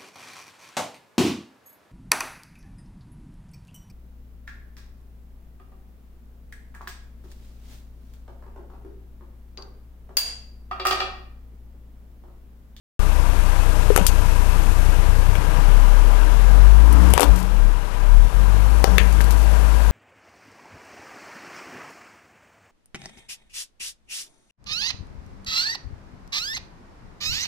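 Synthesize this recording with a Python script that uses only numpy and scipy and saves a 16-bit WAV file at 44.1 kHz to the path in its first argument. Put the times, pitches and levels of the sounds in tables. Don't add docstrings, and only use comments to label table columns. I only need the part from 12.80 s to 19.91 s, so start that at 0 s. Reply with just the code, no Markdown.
import sys
import numpy as np
from scipy import signal
from scipy.fft import rfft, irfft, next_fast_len
from scipy.io import wavfile

SR = 44100
rng = np.random.default_rng(int(sys.argv[2]) if len(sys.argv) > 2 else 0)


def persist_wave(psi):
    counts = np.round(np.clip(psi, -1, 1) * 32767).astype(np.int16)
    wavfile.write(sys.argv[1], SR, np.atleast_2d(counts).T)


N = 313551
TIME = np.arange(N) / SR


# t/s, level/dB, wall/Hz, bite/dB, bite/Hz, treble/dB, thump/dB, crinkle/dB, ring/dB, ring centre/Hz
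CRACKS = [(1.162, -6, 1420, -23, 2900, 5.5, -3, -7, -10.5, 3300),
          (1.176, -4.5, 700, -7.5, 1880, 0, -5, -13, -19, 690),
          (1.186, -20.5, 815, -6, 3000, -8, 6, -10, -11, 650),
          (1.212, -29, 1400, -13, 2900, -18, -18, -10, -2, 1580),
          (2.554, -32, 2200, 0, 2200, -6, 0, -2, -18, 2200),
          (4.3369, 2, 920, -8.5, 2730, 0, -14, -18, -25, 2400),
          (4.3779, 0.5, 950, -13, 2820, -7.5, -8.5, -25, -29, 600),
          (4.3848, -26, 990, 4, 3330, 1, -12, -6, -13, 3000),
          (4.396, -2, 920, -18, 2900, -8, -15, -22, -32, 500),
          (4.4064, -15, 950, -5, 3500, 12, 4, -5, -23, 550),
          (4.4142, -15, 1200, -5, 2900, 1, -3, -11, -16, 2200),
          (4.4184, -13, 1300, -5, 2800, 0, -3, -11, -12, 450),
          (4.4308, -8, 950, -8, 3800, -6, -4, -15, -14, 480),
          (4.437, -35, 800, -10, 2700, 13, -8, -12, 8, 2500),
          (6.0419, 6, 1023, -10, 4430, -9, -5.5, -8, -21.5, 805),
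          (6.182, 1.5, 1870, -2, 2896, -4, -10.5, -17, -18, 2900),
          (6.406, -21.5, 1799, -11, 2500, -9, -6, -11.5, -14, 2000)]

def cup_cracks():
    out = np.zeros(N)
    for s, db, *colour, ring_db, ring_hz in CRACKS:
        add(out, s, fold(db, *colour))
        add(out, s, cup_ring(db + ring_db, ring_hz))
    return out


def fold(db, hz, bite_db, bite_hz, treble_db, thump_db, crinkle_db, treble_hz=6000, snap_ms=1.93):
    flip_cycles, thump_hz, crinkle_ms = 1.7, 420, 8
    t = TIME[:SR // 12]
    ms = 1000 * t
    burst = np.exp(-(ms / snap_ms) ** 2) + from_db(crinkle_db) * np.exp(-ms / crinkle_ms)
    snap = rng.standard_normal((3, len(t))) * burst
    wall = resonance(snap[0], hz, width_hz=.7 * hz)
    wall = layer(-8, butter(wall, 2 * hz, "low", order=4))
    flip = np.sin(2 * np.pi * hz * t) * np.exp(-(hz * t / flip_cycles) ** 2)
    flip = layer(-5, butter(flip, 2 * hz, "low"))
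    thump = layer(thump_db, np.sin(2 * np.pi * thump_hz * t) * np.exp(-thump_hz * t))
    bite = layer(bite_db, butter(snap[1], [.675 * bite_hz, 1.325 * bite_hz], "band"))
    crease = layer(treble_db - 3, butter(snap[2], treble_hz, "high"))
    return from_db(db) * np.sqrt(np.mean(burst ** 2)) * (wall + flip - thump + bite + crease)


# f/Hz, level/dB, t60/s
CUP_MODES = [(280, 2.5, 0.15), (410, -10.5, 0.099), (559, -12, 0.34), (778, -1, 0.12), (960, -14, 0.29),
             (1258, -0.5, 0.06), (1533, -2, 0.1), (1930, -26, 0.033), (2740, -12, 0.049),
             (2850, -8.5, 0.13), (3152, -9.5, 0.11), (3680, -11, .08), (4500, -6, 0.059), (6600, -5, 0.14)]

def cup_ring(db, centre_hz, octave_off_db=-8, detune=.025):
    t = TIME[:SR // 8]
    out = np.zeros(len(t))
    for hz, mode_db, t60 in CUP_MODES:
        focus_db = octave_off_db * np.log2(hz / centre_hz) ** 2
        envelope = from_db(db + mode_db + focus_db - 60 * t / t60)
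        for k in range(3):
            split_hz = hz * (1 + k * detune * rng.standard_normal())
            out += .5 ** k * envelope * np.sin(2 * np.pi * (split_hz * t + rng.random()))
    return out


# t/s, level/dB, treble low cut/Hz
TICKS = [(1.266, -13, 5500), (4.126, -40.5, 8500), (4.3039, -45, 7980), (4.35, -44, 7000),
         (4.441, -40, 5000), (4.5595, -43.5, 6540), (6.3258, -46, 5992), (6.4113, -41.5, 4000),
         (6.442, -46, 6000), (6.508, -38.5, 4000), (6.5229, -47, 6000)]
# start/s, end/s, level/dB
RUSTLES = [(4.57, 4.663, -55), (6.525, 6.65, -57)]

def cup_creases(rustle_ticks_per_s=150, spread_db=3):
    def tick(db, treble_hz):
        return fold(db, hz=5740, bite_db=-3, bite_hz=3700, treble_db=14, thump_db=-30,
                    crinkle_db=.5, treble_hz=treble_hz, snap_ms=1)
    out = np.zeros(N)
    for s, db, treble_hz in TICKS:
        add(out, s, tick(db, treble_hz))
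        add(out, s, cup_ring(db - 10, centre_hz=5500))
    for start, end, db in RUSTLES:
        for s in rng.uniform(start, end, round(rustle_ticks_per_s * (end - start))):
            add(out, s, tick(db + spread_db * rng.standard_normal(), treble_hz=6500))
    return out


# t/s, firing rate/Hz
REVS = [(0.25, 30), (2.25, 30.2), (2.61, 32.7), (3.0, 35.2), (3.3, 36.6), (3.49, 38.2), (4.16, 56.4),
        (4.26, 60), (4.41, 58), (4.58, 45), (4.85, 36), (5.09, 32.8), (5.15, 32.6), (5.5, 41.3), (5.72, 48),
        (5.95, 51.7), (6.24, 51.8), (7.1, 52.3)]

def engine_motion(pull_away_s=2.555, take_up_s=.32, hunt_depth=.0104):
    firing_hz = automation(REVS)
    load = np.clip((TIME - pull_away_s) / take_up_s, 0, 1)
    hunting = 1 + hunt_depth * (1 - load) * drift(per_s=5.99)
    return firing_hz, np.cumsum(firing_hz * hunting) / SR, load


# t/s, level/dB
BOOM = [(0.25, -18.5), (2.54, -16.5), (2.6, -22), (2.94, -13.5), (3.55, -16.5), (3.84, -11), (4.33, -14.5),
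        (4.43, -31), (4.5, -9.5), (4.6, -25), (4.85, -14), (5.08, -29.5), (5.36, -10.5), (5.46, -14.5),
        (5.52, -35), (5.55, -16.5), (7.1, -17)]
# multiple of the firing rate, idle level/dB, loaded level/dB
ENGINE_ORDERS = [(.67, -45, -50), (1.33, -33.5, -44), (1.67, -34, -47), (2, -25.5, -43), (2.33, -64, -52),
                 (3, -40, -44.5), (4, -47.5, -51), (5, -56, -59.5), (6, -60.5, -58)]
# f/Hz, half width/Hz, gain/dB
BODY_EQ = [(96.5, 6, 12), (106.3, 4.4, -5.5), (178.5, 9.6, 14), (289, 32, 7.5)]

def exhaust(firing_hz, firings, load, cylinders=3, load_lift_db=1.5, boom_follow=.99, waver_db=2):
    boom_db = automation(BOOM)
    push_db = boom_follow * (boom_db - np.average(boom_db, weights=load))
    out = from_db(boom_db + (load - .5) * load_lift_db) * tone(firings)
    for order, idle_db, loaded_db in ENGINE_ORDERS:
        order = round(cylinders * order) / cylinders
        body_db = sum(db / (1 + ((order * firing_hz - hz) / width) ** 2) for hz, width, db in BODY_EQ)
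        level_db = (1 - load) * idle_db + load * (loaded_db + push_db)
        out += from_db(level_db + body_db + waver_db * drift(per_s=14)) * tone(order * firings)
    return out


# t/s, level/dB, f/Hz, rise/ms, decay/ms
KNOCKS = [(1.1026, 8, 454, 3.5, 2.9), (1.1121, -12, 420, 2.3, 8.2), (1.208, -11.5, 183, 2.6, 10.7)]

def knocks():
    out = np.zeros(N)
    for s, *shape in KNOCKS:
        add(out, s, damped_tone(*shape))
    for s in np.arange(2.084, 2.93, .1):
        louder_db, higher_octaves = rng.normal(0, [.5, .11])
        add(out, s, damped_tone(-13.5 + louder_db, 127 * 2 ** higher_octaves, rise_ms=2.6, decay_ms=7.9))
    return out


# t/s, level/dB
TYRE_JOLTS = [(4.482, -14), (6.062, -13.5)]

def tyre_ring():
    out = np.zeros(N)
    for s, db in TYRE_JOLTS:
        add(out, s, damped_tone(db, hz=185.6, rise_ms=127, decay_ms=105))
    return out


# t/s, level/dB
BAY_RIDE = [(0.42, -44), (1.03, -42), (2.06, -42.5), (2.19, -44), (4.1, -46), (4.27, -42.5), (4.42, -43),
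            (4.68, -49), (5.0, -51), (5.98, -45), (6.17, -44), (6.39, -44.5), (7.1, -43)]
# f/Hz, width/Hz, level/dB relative to the broad whirr
BAY_MODES = [(302, 6.8, -13.5), (460, 26, -13.5), (609.7, 17, -12), (803, 7.7, -15.5), (972.3, 33, -6.5),
             (1192, 13, -12.5), (1608, 25, -13), (3167, 30, -36)]
# f/Hz, level/dB
WHIRR = [(250, -25), (340, -7.5), (430, 2.5), (560, 0), (720, 0), (900, 0.5), (1200, -2.5), (1500, -3.5),
         (1800, -10), (2400, -43)]
RASP = [(1300, -6.5), (1900, 1.5), (2600, 1), (3300, -4), (4000, -6), (5500, -10.5)]
HISS = [(2800, 8), (4200, 4), (6000, 8.5), (9000, 7.5), (12500, 8.5), (14000, -14)]
RUMBLE = [(20, 2.5), (45, 10.5), (75, 4.5), (130, 3.5), (220, -3.5), (330, -3.5), (480, -22)]
ROAR = [(150, -18), (290, 7.5), (450, -19), (1000, -6.5), (1700, -21)]

def engine_bay(firing_hz, firings, load, whirr_db_per_octave=1.43, pulley_order=86, roll_s=3.37):
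    hiss_db = automation(BAY_RIDE)
    ride_db = hiss_db - hiss_db.mean()
    revs = firing_hz / firing_hz[0]
    revs_db = whirr_db_per_octave * np.log2(revs)
    swell_db = 2 * np.exp(-(TIME - roll_s) ** 2) + .49 * drift(per_s=8)
    modes = sum(layer(db + .5 * drift(per_s=5), resonance(rng.standard_normal(N), hz, width))
                for hz, width, db in BAY_MODES)
    whirr = from_db(-37 + .53 * ride_db + revs_db + swell_db) * (noise(WHIRR) + modes)
    rasp = from_db(-43 + .57 * ride_db + swell_db) * noise(RASP)
    hiss = from_db(hiss_db) * noise(HISS)
    pulley = drift(per_s=160) * tone(pulley_order * np.cumsum(firing_hz) / SR)
    whine = from_db(-54.5 + ride_db) * pulley / revs
    rumble = from_db(-33 + .59 * ride_db - .5 * load) * noise(RUMBLE)
    high_revs = np.interp(firing_hz, [52, 54.4], [0, 1])
    roar = from_db(-30) * high_revs ** 2 * noise(ROAR)
    throb = from_db(.5 * np.cos(2 * np.pi * firings))
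    return rumble + throb * (whirr + rasp + hiss + whine + roar)


def yard_echoes(x, predelay_s=.002):
    t = TIME[:SR // 2]

    def echoes(db, t60, high_cut_hz):
        wash = butter(rng.standard_normal(len(t)), high_cut_hz, "low", order=1)
        tail = wash * from_db(-60 * t / t60) * (t > predelay_s)
        return from_db(db) * tail / np.linalg.norm(tail)
    near = echoes(db=-13, t60=.065, high_cut_hz=5000)
    far = echoes(db=-26, t60=.52, high_cut_hz=1800)
    return signal.fftconvolve(x, near + far)[:N]


def from_db(db):
    return 10 ** (np.asarray(db) / 20)


def layer(db, x):
    return from_db(db) * x / np.sqrt(np.mean(x ** 2) + 1e-20)


def automation(points):
    return np.interp(TIME, *np.transpose(points))


def add(track, s, sound):
    at = int(s * SR)
    track[at:at + len(sound)] += sound[:N - at]


def tone(cycles):
    return np.sqrt(2) * np.cos(2 * np.pi * cycles)


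def damped_tone(db, hz, rise_ms, decay_ms):
    t = TIME[:SR]
    envelope = (1 - np.exp(-1000 * t / rise_ms)) * np.exp(-1000 * t / decay_ms)
    return from_db(db) * envelope * np.sin(2 * np.pi * hz * t)


def drift(per_s):
    knots = rng.standard_normal(4000)
    return layer(0, np.interp(TIME * per_s, np.arange(len(knots)), knots))


def noise(spectrum):
    hz, db = np.transpose(spectrum)
    size = next_fast_len(N)
    bins = np.maximum(np.fft.rfftfreq(size, 1 / SR), 1)
    colour = from_db(np.interp(np.log(bins), np.log(hz), db))
    roll_off = (np.minimum(bins / hz[0], 1) * np.minimum(hz[-1] / bins, 1)) ** 2
    return layer(0, irfft(rfft(rng.standard_normal(size)) * colour * roll_off, size)[:N])


def butter(x, hz, kind, order=2):
    return signal.sosfilt(signal.butter(order, hz, kind, fs=SR, output="sos"), x)


def resonance(x, hz, width_hz):
    r = np.exp(-np.pi * width_hz / SR)
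    feedback = [1, -2 * r * np.cos(2 * np.pi * hz / SR), r * r]
    return signal.lfilter(np.array([1, 0, -1]) * (1 - r * r) / 2, feedback, x)


def scene():
    motion = engine_motion()
    car = exhaust(*motion) + engine_bay(*motion) + knocks() + tyre_ring()
    faint_hiss = from_db(-81) * rng.standard_normal(N)
    cup = cup_cracks() + cup_creases()
    return np.array([car + cup + yard_echoes(cup), faint_hiss])


def limiter(x, threshold_db=1.5, release_db_per_s=600, attack_s=.0014):
    peak_db = 20 * np.log10(np.abs(x).max(axis=0) + 1e-9)
    over_db = np.maximum(peak_db - threshold_db, 0)
    release_db = release_db_per_s * TIME
    duck_db = np.maximum.accumulate(over_db + release_db) - release_db
    r = np.exp(-1 / (attack_s * SR))
    return x * from_db(-signal.lfilter([1 - r], [1, -r], duck_db))


def record(dry, preamp_db=6, open_s=.193, ceiling=.93, high_cut_hz=14137):
    hot = from_db(preamp_db) * dry * (TIME > open_s)
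    clipped = np.clip(limiter(hot), -ceiling, ceiling)
    return signal.sosfilt(signal.cheby2(30, 100, high_cut_hz, fs=SR, output="sos"), clipped)


dry = scene()
out = record(dry)
persist_wave(out)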